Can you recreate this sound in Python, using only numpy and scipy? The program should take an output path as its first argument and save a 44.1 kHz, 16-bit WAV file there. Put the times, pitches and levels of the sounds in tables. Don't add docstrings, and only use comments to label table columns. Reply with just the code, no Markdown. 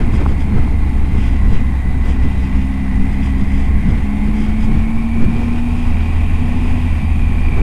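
import sys
import numpy as np
from scipy import signal
from scipy.fft import rfft, irfft, next_fast_len
from scipy.io import wavfile
from scipy.ndimage import uniform_filter1d, minimum_filter1d, map_coordinates

SR = 44100
rng = np.random.default_rng(int(sys.argv[2]) if len(sys.argv) > 2 else 0)


def unload_audio(sound):
    columns = np.transpose(np.atleast_2d(sound))
    steps = np.round(np.clip(columns, -1, 1) * 32767)
    wavfile.write(sys.argv[1], SR, steps.astype(np.int16))


N = 336024

# [t/s, level/dB]
BREEZE = [(0, 2), (.8, -0.5), (1.1, 2.5), (1.8, -1), (2.35, 1.5), (2.75, -6.5), (3.3, -1), (4.6, -1.5),
          (5.05, -3), (6, 0.5), (6.7, 1.5), (7.05, -2), (7.62, 3.5)]
# [t/s at the height, half-length/s, rise/dB, brightness: negative thud, positive hiss]
GUSTS = [(0, 0.034, 6.5, 0.84), (0.206, 0.075, 5, 1), (.56, 0.038, 9, 0.37), (1.53, 0.052, 6.5, 0),
         (2.092, 0.023, 5.5, .95), (2.244, 0.021, 6.5, 0.4), (2.558, 0.023, 8, 0.14),
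         (3.004, 0.057, 7.5, -0.32), (3.42, 0.021, 3.5, -.1), (3.752, 0.024, 4.5, -0.45),
         (3.934, 0.055, 7.5, .4), (4.412, 0.079, 5.5, 0.47), (4.73, 0.077, 8.5, 0.28),
         (4.973, 0.02, 4.5, -0.7), (5.22, 0.044, 13, 0.21), (5.39, 0.075, 6, 0.56), (6.496, 0.063, 2, 1),
         (7.16, 0.14, 1.5, -1.3), (7.596, .03, 4, 0.39)]
# [f/Hz, level/dB]
BUFFET_SPECTRUM = [(4, 0), (11, 0), (22, -1), (32, -1.5), (45, -5.5), (60, -11), (100, -14), (200, -91),
                   (800, -120)]
# [f/Hz, level/dB]
FLUTTER_SPECTRUM = [(30, -38), (70, -0.5), (105, -2), (160, -4.5), (220, -4.5), (280, -14), (400, -35.5),
                    (800, -67), (2000, -120)]
# [f/Hz, level/dB]
AIR_SPECTRUM = [(120, -48), (250, 0.5), (340, -0.5), (450, -5.5), (600, -15.5), (1000, -17), (1600, -20.5),
                (3000, -33), (8000, -49), (16000, -100)]

# [t/s, level/dB]
CRUNCH_LEVEL = [(0, -42.5), (.8, -46.5), (1.15, -42.5), (1.55, -42.5), (1.8, -47.5), (2.3, -41), (2.9, -44),
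                (3.5, -46.5), (4.75, -42), (5.05, -44), (5.55, -42), (6.1, -43.5), (7.62, -45.5)]
# [f/Hz, level/dB]
CRUNCH_SPECTRUM = [(500, 9), (1300, 8.5), (2500, 14.5), (3300, 6), (4200, -3.5), (4800, -2), (5400, -2),
                   (6100, -10), (6700, -6.5), (8500, -28), (11000, -30), (15000, -40)]
# [t/s at the height, level/dB, half-length/s]
SPRAYS = [(0.157, -40.5, 0.024), (0.293, -44, .02), (0.413, -42.5, 0.016), (1.246, -43, 0.079),
          (1.54, -48, .06), (2.095, -40.5, 0.032), (2.244, -48, 0.02), (2.43, -47, .035),
          (3.138, -44, 0.02), (3.26, -40, 0.03), (3.406, -45, .022), (3.585, -44, 0.082), (3.9, -44, 0.018),
          (4.42, -41, 0.044), (4.633, -41, .027), (5.84, -46.5, 0.057), (6.66, -47.5, .16)]
# [f/Hz, width/Hz, level/dB]
MUDGUARD_MODES = [(1320, 1400, -4), (2360, 840, 5), (3370, 340, 3.5), (4900, 230, -2.5), (5880, 260, -7.5),
                  (6600, 480, -8.5), (8060, 1100, -11.5), (9600, 700, -12)]
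# [t/s, peak level/dB before the dulling]
BUMPS = [(0.259, -14), (0.2626, -5), (.2660, -17), (0.677, -19), (3.272, -19), (6.658, -19)]
# [f/Hz, level/dB, decay by 60 dB/s]
FAIRING_MODES = [(414, 6, 0.043), (800, 3.5, 0.025), (1020, 8, 0.022), (1260, 1, 0.021)]

# [t/s, turns per second]
CRANK_SPEED = [(0.0, 69.3), (0.47, 69.1), (1.36, 65.7), (2.17, 64.1), (2.6, 64.9), (2.78, 67.0),
               (2.92, 63.4), (3.13, 67.5), (3.36, 65.7), (4.11, 68.7), (5.04, 75.7), (5.84, 80.7),
               (6.0, 77.8), (6.16, 80.3), (6.5, 80.4), (6.74, 82.1), (7.0, 79.1), (7.62, 77.1)]
# [t/s, throttle opening 0-1]
THROTTLE = [(0, 0.5), (.75, 0.08), (1.1, 0.17), (1.85, 0), (2.75, 0.76), (3.65, 0.52), (3.95, .35),
            (4.12, 0.94), (4.8, 0.9), (5.7, 0.89), (6.22, 0), (6.46, .72), (6.76, 0.66), (7, 0.2),
            (7.62, 0.14)]
# [f/Hz, width/Hz, level/dB]
TINWARE_MODES = [(3730, 150, 5.5), (4540, 460, -1), (6640, 830, -3.5), (7830, 800, -1), (9050, 1300, -1),
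                 (10180, 680, -1.5), (10860, 540, -6), (12050, 520, -8.5), (14700, 1100, -43)]
# [f/Hz, width/Hz, level/dB]
CASING_MODES = [(732.4, 83, 1), (868, 68, 3), (1075, 90, 0.5), (1340, 43, -9), (1480, 26, -7),
                (1770, 120, -24)]
# [t/s, level/dB]
GEAR_LEVEL = [(0, -39.5), (.85, -41.5), (1.35, -39.5), (1.9, -39.5), (2.15, -41), (3.5, -37.5), (4.7, -40),
              (5.2, -39), (5.65, -41), (6, -37.5), (7.25, -37.5), (7.62, -33.5)]
# [multiple of the crank speed, level/dB]
MESH_TONES = [(29.6, 6), (30.4, -1), (31.2, 7.5), (34, -5.5)]
# [multiple of the crank speed, level/dB]
WHIRR_SPECTRUM = [(12, -13), (20, -18.5), (24, -4), (27, -5), (30, 4), (32, 2), (36, -7.5), (44, -15.5),
                  (70, -39.5)]
# [f/Hz, width/Hz, level/dB]
COVER_MODES = [(2008, 38, 2), (2020, 240, -24), (2350, 224, 2.5), (2900, 680, -15.5), (3175, 240, -0.5)]
# [crank f/Hz, tones over rattle level/dB]
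SINGING = [(64, -3), (65.5, 1.5), (67.5, -6.5), (69.3, -3.5), (72.5, -7), (76, -1), (77.4, -0.5), (79, -9),
           (81.5, -18)]
# [f/Hz, level/dB]
AIRBOX = [(190, 2), (245, 1.5), (262, -1.5), (280, -11.5), (300, -22), (330, -24.5)]

INTAKE_DB, INTAKE_OPENS_DB = -36, 15.5
DRONE_DB, DRONE_DIPS_DB = -17.5, 11.5
BACKLASH = 0.023
WHISTLE_ORDER = 60.5
WHISTLE_DB, WHISTLE_FADES_DB = -61.5, 8
TONE_WAVER_DB = 2.2
TOP_HZ = 15720


def amp(db):
    return 10 ** (np.asarray(db) / 20)


def unit(x):
    return x / np.sqrt(np.mean(x ** 2) + 1e-20)


def curve(rows):
    t, values = np.transpose(rows)
    return np.interp(np.arange(N) / SR, t, values)


def swell(s, half):
    return np.exp(-0.5 * ((np.arange(N) / SR - s) / half) ** 2)


def wobble(rate, step_size=32):
    knots = rng.standard_normal(N // 16)
    at = np.arange(0, N, step_size)
    coarse = map_coordinates(knots, [at * rate / SR], mode="wrap")
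    return unit(np.interp(np.arange(N), at, coarse))


def noise():
    return rng.standard_normal(N)


def filtered(x, response):
    m = next_fast_len(len(x) + 8192)
    return irfft(rfft(x, m) * response(np.fft.rfftfreq(m, 1 / SR)), m)[:len(x)]


def coloured(x, points):
    f, db = np.transpose(points)
    return unit(filtered(x, lambda hz: amp(np.interp(np.log(hz + 1), np.log(f + 1), db))))


def ringing(x, modes):
    def body(f):
        total = 0
        for k, (centre, width, db) in enumerate(modes):
            damping = 1j * f * width
            total = total + (-1) ** k * amp(db) * damping / (centre ** 2 - f ** 2 + damping)
        return total
    return unit(filtered(x, body))


def reflected(x, strength=0.14, count=7):
    delays = rng.uniform(0.001, 0.006, count)
    copies = sum(rng.choice([-1, 1]) * np.roll(x, int(d * SR)) for d in delays)
    return unit(x + strength * copies)


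def wind(buffet_db=-15.0, flutter_db=-24.5, air_db=-36.0, buffet_grows=1.0, flutter_grows=0.81, air_grows=0.79):
    eddies = coloured(noise(), BUFFET_SPECTRUM)
    eddies = unit(np.tanh(np.sqrt(0.5) * eddies))
    flapping = coloured(noise() * amp(3.0 * wobble(40)), FLUTTER_SPECTRUM)
    air = coloured(noise() * amp(1.53 * wobble(60)) * (1 + 0.3 * np.abs(eddies)), AIR_SPECTRUM)

    force, tilt = curve(BREEZE) + 0.69 * wobble(9), 0
    for s, half, db, brightness in GUSTS:
        gust = db * swell(s, half)
        force = force + gust
        tilt = tilt + brightness * gust
    thud = amp(buffet_db + buffet_grows * (force - tilt)) * eddies
    flutter = amp(flutter_db + flutter_grows * force) * flapping
    hiss = amp(air_db + air_grows * (force + tilt)) * air
    return thud + flutter + hiss


def stones(per_s, size_db, dust):
    hit = rng.random(N) < per_s / SR
    clicks = hit * noise() * amp(size_db * np.minimum(rng.exponential(size=N), 3))
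    return unit(clicks) + dust * noise()


def tyres():
    crunch = reflected(coloured(stones(per_s=2700, size_db=1.0, dust=0.5), CRUNCH_SPECTRUM))
    spray = reflected(ringing(stones(per_s=3500, size_db=5.0, dust=1.0), MUDGUARD_MODES))
    crunch_db = curve(CRUNCH_LEVEL) + 1.6 * wobble(22) + 0.33 * wobble(70)
    bursts = sum(amp(db) * swell(s, half) for s, db, half in SPRAYS)
    return amp(crunch_db) * crunch + bursts * spray


def bumps(dull_hz=1700):
    out = np.zeros(N + SR)
    t = np.arange(SR // 10) / SR
    for s, db in BUMPS:
        ring = 0
        for hz, level, t60 in FAIRING_MODES:
            decay = amp(level + rng.normal(0, 1) - 60 * t / t60)
            ring = ring + decay * np.sin(2 * np.pi * hz * t)
        out[round(s * SR):][:len(t)] -= amp(db) * ring / np.abs(ring).max()
    return filtered(out[:N], lambda hz: 1 / (1 + (hz / dull_hz) ** 6))


def firings(turns, scatter_db):
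    cycles = np.arange(0, turns[-1], 2)[:, None]
    angles = (cycles + np.array([0, 180, 450]) / 360).ravel()
    at = np.interp(angles[angles < turns[-1] - 1], turns, np.arange(N))
    size = amp(scatter_db * rng.standard_normal(len(at)))
    whole, part = at.astype(int), at % 1
    return np.bincount(whole, size * (1 - part), N) + np.bincount(whole + 1, size * part, N)


def clatter(pulses, decay, steady):
    bursts = signal.lfilter([1], [1, -np.exp(-1 / (decay * SR))], pulses)
    return unit(noise() * (unit(bursts) + steady))


def whistle(turns):
    level_db = WHISTLE_DB - WHISTLE_FADES_DB * curve(THROTTLE) ** 2 + 4.0 * wobble(13)
    return amp(level_db) * np.sin(WHISTLE_ORDER * (2 * np.pi * turns + BACKLASH * wobble(75)))


def tinware(pulses):
    return reflected(ringing(clatter(pulses, decay=0.0038, steady=1.9), TINWARE_MODES))


def casing(pulses, rattle=3.14):
    blows = unit(pulses - pulses.mean()) + rattle * clatter(pulses, decay=0.0092, steady=1.0)
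    return coloured(ringing(blows, CASING_MODES), [(200, -12), (600, 9.5), (750, 3), (1600, 0.5), (4000, -12)])


def gears(speed, turns, pulses, rattle_db=-3):
    tones = 0
    for order, db in MESH_TONES:
        level = amp(db + TONE_WAVER_DB * wobble(13))
        tones = tones + level * np.sin(order * (2 * np.pi * turns + BACKLASH * wobble(40)))
    tones = 0.74 * unit(tones) + 0.39 * ringing(tones, COVER_MODES)

    steps = 512
    spectrum = [(order * SR / steps, db) for order, db in WHIRR_SPECTRUM]
    by_angle = coloured(rng.standard_normal(N * 2), spectrum)
    whirr = map_coordinates(by_angle, [turns * steps])
    whirr = unit(whirr * (1 + 0.17 * np.sin(2 * np.pi * turns)))

    cover = ringing(clatter(pulses, decay=0.0043, steady=0.52), COVER_MODES)
    cover = coloured(cover, [(600, -21), (1800, 5.5), (3300, -11.5), (7000, -19)])
    rattle = unit(whirr + amp(rattle_db) * cover)
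    purity = amp(np.interp(speed, *np.transpose(SINGING)))
    return (rattle + purity * unit(tones)) / np.hypot(1, purity)


def pipes(speed, turns, second_db=-34, rough=0.079, waver_db=0.68, burble_db=-31):
    throttle = curve(THROTTLE)

    def intake(order):
        airbox_db = np.interp(order * speed, *np.transpose(AIRBOX))
        return INTAKE_DB + INTAKE_OPENS_DB * throttle + airbox_db

    drone_db = DRONE_DB - DRONE_DIPS_DB * np.abs(throttle) ** 4.5
    notes = 0
    for order, db in enumerate([drone_db, second_db, intake(order=3), intake(order=4)], start=1):
        tone = np.sqrt(2) * np.sin(2 * np.pi * (order * turns + rng.random()))
        notes = notes + amp(db + waver_db * wobble(7)) * tone * (1 + rough * wobble(45))
    burble = coloured(noise(), [(60, -30), (150, -7), (220, -1.5), (270, -2.5), (350, -21), (600, -54.5)])
    return notes + amp(burble_db) * burble


def engine(casing_db=-38.0, casing_rise_db=14, gear_trim_db=0.7, hiss_db=-53.5, hiss_rise_db=22):
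    speed = curve(CRANK_SPEED)
    turns = np.cumsum(speed) / SR
    revs = np.log10(speed / speed.mean())
    pulses = firings(turns, scatter_db=2.0)
    hiss = amp(hiss_db + hiss_rise_db * revs + 0.31 * wobble(12)) * tinware(pulses)
    knock = amp(casing_db + casing_rise_db * revs) * casing(pulses)
    whine = amp(curve(GEAR_LEVEL) + gear_trim_db) * gears(speed, turns, pulses)
    return whistle(turns) + hiss + knock + whine + pipes(speed, turns)


def scene():
    return (wind() + tyres() + bumps() + engine())[None]


def record(dry):
    ceiling = 0.99
    needed = ceiling / np.maximum(np.abs(dry[0]), ceiling)
    gain = uniform_filter1d(minimum_filter1d(needed, size=600), size=600)
    ends = signal.windows.tukey(N, 0.0008)
    return filtered(dry[0] * gain * ends, lambda hz: hz < TOP_HZ)[None]


dry = scene()
out = record(dry)
unload_audio(out)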